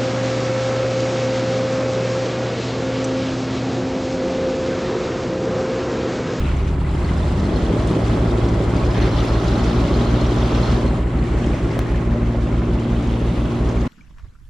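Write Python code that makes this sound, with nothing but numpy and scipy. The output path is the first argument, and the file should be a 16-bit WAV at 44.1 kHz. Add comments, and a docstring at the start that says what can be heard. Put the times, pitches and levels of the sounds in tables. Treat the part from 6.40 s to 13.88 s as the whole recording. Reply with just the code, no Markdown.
"""An outboard motor lopes slowly, then picks up to a throbbing cruise, pushing a small metal boat over a lake.
Its three two-stroke cylinders boom in the hull and clatter under the cover; misfires add deep thuds.
Bubbles and drops make the wake fizz and plink, brighter when the hand-held camera on board faces back.
Small waves slap the hull, a loose fitting chinks, and a little wind rumbles on the microphone."""
import sys
import numpy as np
from scipy import signal
from scipy.fft import rfft, irfft, next_fast_len
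from scipy.io import wavfile
from scipy.ndimage import uniform_filter1d

SR = 44100
rng = np.random.default_rng(int(sys.argv[2]) if len(sys.argv) > 2 else 0)


def wav_record(signal):
    """Record a signal, one row per channel, as 16-bit PCM in the file named by sys.argv[1]."""
    frames = np.transpose(np.atleast_2d(signal))
    bounded = np.clip(frames, -1, 1)
    # unit amplitude maps onto the largest positive 16-bit level
    quanta = np.round(bounded * 32767).astype(np.int16)
    wavfile.write(sys.argv[1], SR, quanta)


N = 329823
T = np.arange(N) / SR


def undb(db):
    """Turn decibels into a gain."""
    return 10 ** (np.asarray(db) / 20)

def unit(x):
    """Scale a signal to an average (rms) level of 1."""
    return x / np.sqrt(np.mean(x ** 2))

def curves(table, at=T):
    """Look up the other columns of a table by its first: by time, or by a control."""
    first, *columns = np.transpose(table)
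    return [np.interp(at, first, column) for column in columns]

def wander(rate):
    """A smooth random wobble that turns about rate times a second."""
    step = int(SR / rate)
    return 0.97 * uniform_filter1d(np.repeat(rng.standard_normal(N // step + 1), step), step)[:N]

def colour(x, points):
    """Shape the tone with a curve through (Hz, dB) points."""
    hz, db = np.transpose(points)
    size = next_fast_len(N)
    bins_hz = np.maximum(np.arange(size // 2 + 1) * SR / size, 1)
    gain = undb(np.interp(np.log(bins_hz), np.log(hz), db))
    return irfft(rfft(x, size) * gain, size)[..., :N]

def ring(x, modes):
    """Pass a sound through side-by-side resonances of (Hz, width in Hz, dB)."""
    return sum(undb(db) * signal.lfilter(*signal.iirpeak(hz, max(hz / width, 1), fs=SR), x)
               for hz, width, db in modes)

def noise():
    """Two unrelated noises: mid (what both ears share) and side (how they differ)."""
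    return rng.standard_normal((2, N))

# How wide the sound is. Each row: frequency in Hz, gain of the side in dB.
STEREO_WIDTH = [(60, -20), (110, -56), (200, -21.5), (380, -14), (700, -9), (1290, -5), (2380, -6.5),
                (4400, -8.5), (8120, 2), (15000, -5)]

def stereo(pair):
    """Turn mid and side into left and right; the bass stays in the middle."""
    mid, side = unit(pair[0]), colour(unit(pair[1]), STEREO_WIDTH)
    return np.array([mid + side, mid - side])

def fade(x, seconds):
    """Give every pulse a dying tail."""
    return signal.lfilter([1], [1, -np.exp(-1 / (seconds * SR))], x)

def grains(rate, spread_db):
    """About rate tiny impacts a second, most of them weak; mid and side."""
    size = undb(spread_db * np.minimum(rng.exponential(size=N), 4))
    return (rng.random(N) < rate / SR) * size * rng.choice([-1., 1.], (2, N))

def bubbles(low_hz, high_hz, cycles, spread_db, count):
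    """Bubbles ring briefly and rise in pitch as they near the surface; mid and side."""
    out = np.zeros((2, N + SR))
    for when, pitch, size, life, place in rng.random((count, 5)):
        hz = low_hz + (high_hz - low_hz) * pitch
        decay = cycles * (.5 + life) * SR / hz  # in samples
        age = np.arange(int(4 * decay)) / decay
        tone = np.sin(2 * np.pi * hz * decay / SR * age * (1 + 0.0206 * age))
        tone *= np.exp(-age) * (1 - np.exp(-8 * age))
        tone *= undb(-spread_db * np.log(size + 0.017))
        start = int(when * N)
        out[:, start:start + len(age)] += np.outer([1, 2 * place - 1], tone)
    return np.array([unit(out[0, :N]), unit(out[1, :N])])

def strike(modes, hits, contact_s):
    """Each hit makes metal ring with its own notes, never twice quite alike."""
    out, age = np.zeros(N + SR), T[:SR // 4]
    rise = 1 - np.exp(-(age / contact_s) ** 2)
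    for s, db in hits:
        start = int(s * SR)
        for hz, ring_s, mode_db in modes:
            size = undb(db + mode_db + rng.standard_normal())
            tail = np.exp(-np.log(1000) * age / ring_s)
            out[start:start + len(age)] += size * rise * np.sin(2 * np.pi * hz * age) * tail
    return out[:N]


# The wind's low rumble. Each row: frequency in Hz, gain in dB.
WIND_TONE = [(10,-21),(22,-6),(45,24),(80,-12),(130,10.5),(300,-44),(3000,-93)]

def wind():
    """Soft gusts rumble on the microphone, differently left and right."""
    return undb(-43.0 + 1.5 * wander(1.6)) * unit(colour(noise(), WIND_TONE))

def tick(start_s=5.3916, length_s=.0004, db=-12.5):
    """One sharp, dry tick."""
    return undb(db) * ((T >= start_s) & (T < start_s + length_s))

# The fitting's notes. Each row: pitch in Hz, seconds to fade by 60 dB, level in dB.
FITTING_NOTES = [(4130,.03,-12),(4210,.055,0),(5050,.03,-15),(6030,.04,-12)]
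# Its rattles. Each row: start in seconds, relative level in dB.
FITTING_HITS = [(.644,-38),(1.052,-34),(1.159,-34),(2.623,-30),(2.726,-37),(2.888,-35),(2.933,-34),(2.948,-36),(3.153,-35),(3.275,-35),(3.54,-33),(3.811,-28),(4.231,-28),(4.272,-32),(4.462,-37),(4.479,-37),(4.789,-41),(4.852,-44)]

def chinks(db=2.0):
    """Vibration now and then rattles a loose metal fitting on the motor."""
    return undb(db) * strike(FITTING_NOTES, FITTING_HITS, contact_s=0.0017)

# The bottom plates' notes. Each row: pitch in Hz, seconds to fade by 60 dB, level in dB.
PLATE_NOTES = [(402,0.058,-16),(530,0.026,3.5),(583,0.034,-1.5),(800,.025,-6),(1130,.025,-14)]
# Waves hitting them. Each row: start in seconds, relative level in dB.
WAVE_HITS = [(1.366,-17.5),(2.202,-21),(2.676,-19),(2.693,-20),(3.609,-19),(5.141,-19.5),(5.368,-18),(5.749,-22),(5.759,-20),(5.946,-20),(5.955,-23)]

def slaps(db=-1):
    """Small waves slap the bottom of the boat and knock its plates."""
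    return undb(db) * strike(PLATE_NOTES, WAVE_HITS, contact_s=.0007)

# Waves meeting the hull. Each row: loudest moment and length in seconds, level in dB, pitch in Hz.
WAVE_SLOSHES = [(0.027,0.2,-35.5,1260),(0.074,0.6,-41.5,2150),(.75,2.3,-42.5,1180),(2.615,0.27,-35,1990),(3.244,0.22,-50,2800),(5.27,2.5,-43,1860),(6.75,2.2,-46,3140)]

def sloshes():
    """Each small wave swells into a gurgle against the hull and drains away."""
    gurgle = 0.5 * bubbles(875, 3500, cycles=4.0, spread_db=0.5, count=3000) + noise()
    out = 0
    for s, length, db, hz in WAVE_SLOSHES:
        swell = np.cos(np.pi * np.clip((T - s) / length, -.5, .5)) ** 2
        band = [(hz, 0.71 * hz, 0)]
        out = out + undb(db) * swell * stereo(ring(ring(gurgle, band), band))
    return out

# Water rushing along the hull. Each row: frequency in Hz, gain in dB.
WASH_TONE = [(100,-42),(300,-16),(800,6),(1200,3.5),(1650,-2),(2050,0),(2500,-3.5),(3200,-7),(4500,-23),(12000,-70)]

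def wash():
    """The wave from the front of the boat rushes and gurgles along the hull."""
    gurgle = 0.32 * bubbles(701.0, 3214, cycles=11.25, spread_db=1.5, count=4000) + noise()
    return stereo(colour(gurgle * undb(0.25 * wander(21)), WASH_TONE))

def plops(db=-15):
    """Larger bubbles break from the front wave and plop above its rush."""
    return undb(db) * stereo(bubbles(1400, 3345, cycles=6.2, spread_db=2.5, count=260))

# The hiss of fine spray. Each row: frequency in Hz, gain in dB.
SPRAY_TONE = [(800,-51),(2500,7.5),(4200,6.5),(5200,-2),(6300,1),(7500,-2.5),(8500,-8),(10500,-12.5),(11500,-17),(13000,-20),(15500,-37)]

def spray():
    """Droplets plink and patter back on the lake in showers, each band of treble flickering alone."""
    plinks = 0.35 * bubbles(4410, 11180, cycles=8.3, spread_db=2.5, count=3000)
    droplets = plinks + 0.55 * unit(grains(rate=1600, spread_db=2.0)) + noise()
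    showers = sum(ring(droplets, [(hz, hz / 3, 0)]) * undb(0.8 * wander(30))
                  for hz in (3860, 5410, 7540, 9370, 12800))
    return stereo(colour(showers, SPRAY_TONE))

# Splashes in the wake. Each row: start in seconds, relative level in dB, pitch in Hz.
WAKE_SPLASHES = [(.164,-30,6800),(.994,-28,5400),(1.47,-23,8900),(2.086,-26,6000),(2.572,-28.5,3000),(2.62,-26,3300),(2.68,-34,1900),(2.785,-22,3380),(2.8,-26,3400),(2.848,-23,12000),(2.877,-28,5000),(3.079,-24,4600),(3.24,-25,6000),(3.293,-28,4900),(5.06,-28.5,6030),(5.31,-31,4800),(6.395,-32,6500),(6.623,-32,6400),(6.67,-36,6500),(6.788,-33,11000),(7.287,-29,6100),(7.31,-34,6000)]

def splashes(rise_s=0.0038):
    """The wake slops and throws a handful of drops: a short burst of hiss."""
    out, age = np.zeros(N + SR), T[:SR // 10] / rise_s
    for s, db, hz in WAKE_SPLASHES:
        band = [(hz, hz / 2, 0)]
        hiss = unit(ring(ring(rng.standard_normal(len(age)), band), band))
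        start = int(s * SR)
        out[start:start + len(age)] += undb(db - 14.5) * age * np.exp(1 - age) * hiss
    return colour(out[:N], [(800, -16), (2000, 5), (4000, 5.5), (6500, -2.5), (9000, -7), (14000, -32)])

# Single big drops. Each row: start in seconds, relative level in dB, starting pitch in Hz.
BIG_DROPS = [(0.052, -38, 3860), (0.446, -34, 1950), (0.491, -41, 3820), (0.543, -44, 5220),
             (0.645, -38, 4450), (0.687, -32, 1980), (0.781, -41, 5000), (0.829, -35, 3490),
             (1.425, -41, 5730), (1.65, -39, 4630), (1.908, -36, 3640), (2.046, -42, 5370),
             (2.369, -37, 4680), (2.435, -31, 2390), (2.463, -39, 4960), (2.513, -40, 5000),
             (2.593, -35, 2240), (2.801, -38, 5840), (2.834, -31, 1840), (2.884, -36, 5070),
             (3.042, -39, 6060), (3.078, -43, 6600), (3.154, -33, 3780), (3.555, -36, 4850),
             (3.612, -30, 3820), (3.708, -43, 6100), (3.863, -35, 5550), (4.15, -39, 5330),
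             (5.14, -33, 2060), (5.305, -30, 2020), (5.543, -30, 1730), (6.117, -51, 5620)]

def drops(db=-1.0, ring_s=0.032, rise_s=.002, glide_per_s=2.9):
    """The largest drops each trap a bubble that pings and rises a little in pitch."""
    out, age = np.zeros(N + SR), T[:SR // 10]
    shape = (1 - np.exp(-age / rise_s)) * np.exp(-np.log(1000) * age / ring_s)
    for s, drop_db, hz in BIG_DROPS:
        start = int(s * SR)
        ping = np.sin(2 * np.pi * hz * age * (1 + glide_per_s * age / 2))
        out[start:start + len(age)] += undb(db + drop_db) * ping * shape / shape.max()
    return out[:N]

def crackle(plink_db=-14.5, spit_db=-24):
    """Drops thrown up by the propeller plink one by one; the finest spit as they land."""
    plinks = bubbles(3100, 6100, cycles=11, spread_db=4, count=520)
    spit_tone = [(2000, -18), (5000, -3), (7000, 1), (9000, -12), (12500, -12), (15500, -26)]
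    spits = colour(grains(rate=140, spread_db=5), spit_tone)
    return undb(plink_db) * stereo(plinks) + undb(spit_db) * stereo(spits)

# The fizz behind the boat. Each row: frequency in Hz, gain in dB.
WAKE_TONE = [(200,-45),(700,-7),(1000,-12),(1330,-3),(1600,-2),(2200,-4),(2800,1.5),(3300,4.5),(3900,0.5),(4180,3),(4400,-1),(5200,-2),(7000,-13),(11000,-60),(15000,-73)]

def wake():
    """The propeller leaves a dense fizz of ringing and bursting bubbles."""
    ringing = .45 * bubbles(2600, 6500, cycles=9, spread_db=2, count=4500)
    bursting = .55 * unit(grains(rate=3500, spread_db=3))
    fizz = ringing + bursting + noise()
    return stereo(colour(fizz * undb(0.38 * wander(24.08)), WAKE_TONE))

def churn(fired, lope_db=0.58, surge_db=0.92):
    """The water's level surges at random and heaves with every second and third engine turn."""
    lope = np.cos(2 * np.pi * fired / 6) + np.cos(2 * np.pi * fired / 9)
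    return undb(lope_db * lope + surge_db * wander(28))

# The water by direction. Each row: degrees from straight back, then wash, wake and spray in dB.
WATER_LEVELS = [(10.1,-36,-40,-45),(45,-40,-44.5,-48.5),(72,-37.5,-51.5,-48.5),(105,-41,-60,-53.5),(158.3,-38,-50.5,-49.5),(172.4,-41,-55,-53.5)]

def water(fired, bearing):
    """All the water churns together; wake and spray are loudest behind and faintest to the side."""
    wash_db, wake_db, spray_db = curves(WATER_LEVELS, bearing)
    return churn(fired) * (undb(wash_db) * (wash() + plops())
                           + undb(wake_db) * (wake() + crackle())
                           + undb(spray_db) * spray() + sloshes())

# The middles of three treble bands, in Hz.
SHADE_BANDS = [6100, 8300, 11000]
# The camera's sound shadow. Each row: degrees from straight back, then each band's gain in dB.
SHADE_GAINS = [(10,0,-2.5,0.5),(47,-.5,2,-0.5),(70,-3,2,0.5),(100,-7,1.5,0),(157,1.5,1.5,-4),(166.5,0,-0.5,4),(172,1,0,-0.5)]

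def shaded(x, bearing):
    """As the camera turns, its body lifts or shades bands of the treble."""
    return x + sum((undb(db) - 1) * ring(x, [(hz, 0.24 * hz, 0)])
                   for hz, db in zip(SHADE_BANDS, curves(SHADE_GAINS, bearing)))

def firings(fired, cruise, strong_db=2.0, second_db=4, third_db=3.5, scatter_db=2.0):
    """One pulse a firing; on light load the strongest cylinder burns fully every second or third turn."""
    at = np.flatnonzero(np.diff(np.floor(fired)))
    k = np.arange(len(at))
    strongest, second_turn, third_turn = k % 3 == 0, k % 6 == 0, k % 9 == 3
    boosts_db = [strong_db * strongest, second_db * cruise[at] * second_turn, third_db * third_turn]
    pulses = np.zeros(N)
    pulses[at] = undb(np.max(boosts_db, axis=0) + scatter_db * (2 * rng.random(len(at)) - 1))
    return pulses

def intake(pulses):
    """Air rasps through the motor's intake, once a firing."""
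    air = noise() * (unit(fade(pulses, 0.0033)) + 0.55)
    rasp = ring(air, [(1120, 330, -1), (1324, 110, 0)])
    return stereo(ring(rasp, [(1250, 210, 0)]))

# The clatter of moving parts. Each row: frequency in Hz, gain in dB.
CLATTER_TONE = [(100,-43),(250,-22),(420,4.5),(620,-2.5),(850,-2),(1150,-11),(1600,-11.5),(2500,-17.5),(5000,-43),(12000,-81)]
# Where the motor's cover rings. Each row: pitch in Hz, width in Hz, gain in dB.
COVER_NOTES = [(607,153,4.5),(782,72,-13),(1003,28,2.5),(1099,25,4),(1240,220,-4),(2040,94,-7)]

def clatter(pulses):
    """Pistons and gears knock with each firing and make the cover ring."""
    knocks = noise() * (unit(fade(pulses, 0.011)) + 0.36)
    cover_tone = [(100, -45), (250, 3.5), (550, 2), (2000, -8), (5000, -23), (12000, -57)]
    cover = colour(ring(knocks, COVER_NOTES), cover_tone)
    return undb(-3.5) * stereo(colour(knocks, CLATTER_TONE)) + undb(-4.0) * stereo(cover)

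# The tone an octave above the hum. Each row: time in seconds, level in dB.
OCTAVE_LEVELS = [(0,-31),(.7,-30.5),(1.7,-32),(3,-51),(3.15,-25),(3.8,-26.5),(4.25,-29),(4.45,-24.5),(4.68,-37),(4.82,-25.5),(4.93,-32.5),(5.03,-27),(5.2,-31.5),(5.38,-42.5),(5.72,-24.5),(6.08,-29),(6.35,-26.5),(6.7,-25.5),(6.88,-29.5),(7.48,-27)]
# The hull's shaking. Each row: shakes in six engine turns, level in dB when slow, then at cruise.
HULL_SHAKES = [(4,-46,-42),(6,-36,-41.5),(8,-28,-40),(10,-30.5,-37.5),(12,-33,-39),(14,-22,-41),(21,-45,-37),(22,-34.5,-41),(24,-37.5,-39),(26,-33.5,-38),(28,-35,-35),(30,-32,-40.5),(45,-40,-35),(54,-60,-43)]

def drone(fired, cruise, hum_db):
    """Clean low tones follow the engine's speed: the firings hum and the hull shakes."""
    angle = 2 * np.pi * fired
    hum = undb(hum_db + 0.15 * wander(36)) * np.sin(angle)
    octave = undb(curves(OCTAVE_LEVELS)[0]) * np.sin(2 * angle)
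    shake = 0
    for cycles, slow_db, cruise_db in HULL_SHAKES:
        shift = cycles ** 2 / 7  # the hull delays each tone differently, so they never add up to a knock
        tone = np.sin(cycles * angle / 18 + shift) * undb(wander(4))
        shake = shake + undb(np.interp(cruise, [0, 1], [slow_db, cruise_db])) * tone
    return np.sqrt(2) * (hum + octave + shake)

# Where the hull booms. Each row: pitch in Hz, width in Hz, gain in dB.
HULL_NOTES = [(130,99,-18),(185,20,7),(254,140,2),(290,25,-1.5),(346,140,3.5),(405,18,-13),(610,120,-5)]
# Exhaust bubbling under water. Each row: frequency in Hz, gain in dB.
BURBLE_TONE = [(50,-39),(80,-1),(105,-1),(135,0.5),(180,0.5),(210,-3.5),(245,-1),(290,-1.5),(380,-1),(440,-10),(650,-19.5),(1100,-52),(4000,-90)]

def exhaust(pulses):
    """Each firing booms in the hull and blows a burst of bubbles under the back of the boat."""
    boom_tone = [(70, -19.5), (135, 16), (600, -8), (1500, -18), (8000, -75)]
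    boom = unit(colour(ring(pulses, HULL_NOTES), boom_tone))
    puffs = noise() * (unit(fade(pulses, 0.0023)) + 1.1)
    return undb(-15.0) * boom + undb(-2) * stereo(colour(puffs, BURBLE_TONE))

# Runs of throbs. Each row: start in seconds, number of throbs, misfires in each, relative level in dB.
MISFIRE_RUNS = [(.975,1,2,-17.5),(1.155,1,1,-13.5),(1.235,1,2,-15),(1.405,1,2,-15),(1.647,1,2,-15),(1.803,1,1,-14.5),(1.887,1,2,-15),(2.041,1,1,-14),(2.125,1,2,-15),(2.281,1,1,-15),(2.363,1,1,-15),(2.438,18,2,-14.5),(5.235,1,1,-14.5),(5.395,1,1,-15),(5.516,6,2,-14.8),(6.525,4,2,-15.3),(7.217,2,2,-14.3)]

def throbbing(fired, thud_hz=58, rise_s=.0155, sharpness=1.05, db=0.7, vary_db=0.5):
    """On part throttle one cylinder misfires, mostly in pairs; each misfire thuds in the hull."""
    out, age = np.zeros(N + SR), T[:SR // 5]
    swell = (age / rise_s * np.exp(1 - age / rise_s)) ** sharpness
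    thud = swell * np.sin(2 * np.pi * thud_hz * age)
    for s, throbs, misfires, run_db in MISFIRE_RUNS:
        # throbs come 18 firings apart, the misfires within one 6 apart
        later = np.add.outer(18 * np.arange(throbs), 6 * np.arange(misfires)).ravel()
        for when in np.interp(np.interp(s, T, fired) + later, fired, T):
            start = int((when - rise_s) * SR)
            out[start:start + len(age)] += undb(db + run_db + vary_db * rng.standard_normal()) * thud
    return out[:N]

# The motor by direction. Each row: degrees from straight back, then hum, exhaust, clatter, intake in dB.
MOTOR_LEVELS = [(10,-22.5,-20.5,-30,-40),(45,-22.5,-19.5,-29.5,-55),(97,-27.5,-25,-38,-73),(162.6,-26,-22,-35,-70),(181.4,-22.5,-25,-36,-73)]

def motor(fired, bearing, throttle_opens_s=(0.97, 1.21), hum_builds_s=(1.2, 1.6)):
    """The motor grows louder as the throttle opens; the camera's direction sets the mix of its parts."""
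    hum_db, exhaust_db, clatter_db, intake_db = curves(MOTOR_LEVELS, bearing)
    hum_db += np.interp(T, hum_builds_s, [-4.5, 0])
    cruise = np.interp(T, throttle_opens_s, [0, 1])
    slow_db = -2 * (1 - cruise)
    chug_db = 0.87 * cruise * np.cos(2 * np.pi * (fired - 1.84) / 6)  # swells every second turn
    lope_db = 1.05 * cruise * np.cos(2 * np.pi * (fired - 4) / 9)  # swells every third turn
    pulses = firings(fired, cruise)
    return (throbbing(fired) + drone(fired, cruise, hum_db)
            + undb(exhaust_db + slow_db + chug_db) * exhaust(pulses)
            + undb(clatter_db + slow_db + lope_db) * clatter(pulses)
            + undb(intake_db) * intake(pulses))

# The engine's speed. Each row: time in seconds, firings a second.
FIRING_RATE = [(0,89),(.25,88.3),(.7,92.6),(.9,93.3),(1.35,110),(1.9,113.1),(2.6,113.7),(2.8,112.6),(3.25,117.3),(3.85,118),(4.55,117),(5.05,116.2),(5.4,112),(5.55,116),(6.7,115.7),(6.9,118),(7.48,117.5)]
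# Where the camera points. Each row: time in seconds, degrees from straight back.
CAMERA_BEARING = [(0,145),(.25,174),(.41,95),(.58,68),(.8,54),(1.1,45.4),(2.3,49.4),(2.7,13),(4.35,11),(4.49,61),(4.58,75),(4.7,113),(4.95,157),(5.45,161),(5.8,176),(6.5,170),(7,166),(7.48,161)]

def scene():
    """The engine sets the rhythm; water and wind lie around it as the camera turns."""
    fired = np.cumsum(curves(FIRING_RATE)[0]) / SR  # firings so far, three to an engine turn
    bearing = curves(CAMERA_BEARING)[0]
    lake = shaded(water(fired, bearing), bearing) + splashes() + drops() + slaps()
    return motor(fired, bearing) + chinks() + lake + wind() + tick()

# The microphone's balance. Each row: frequency in Hz, left minus right in dB.
MIC_BALANCE = [(125,-0.3),(300,1.0),(600,-0.8),(1300,-1.4),(2600,0.6),(5000,0.9),(9000,0.8)]

def record(dry, top_hz=15700):
    """Left and right differ a little in tone, and the camera cuts the highest treble."""
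    sides = [colour(x, [(hz, sign * db / 2) for hz, db in MIC_BALANCE]) for x, sign in zip(dry, (1, -1))]
    end_fades = np.minimum(np.minimum(T, T[-1] - T) / .004, 1)
    treble_cut = signal.ellip(8, .2, 70, top_hz, fs=SR, output="sos")
    return signal.sosfilt(treble_cut, end_fades * np.array(sides))


dry = scene()
out = record(dry)
wav_record(out)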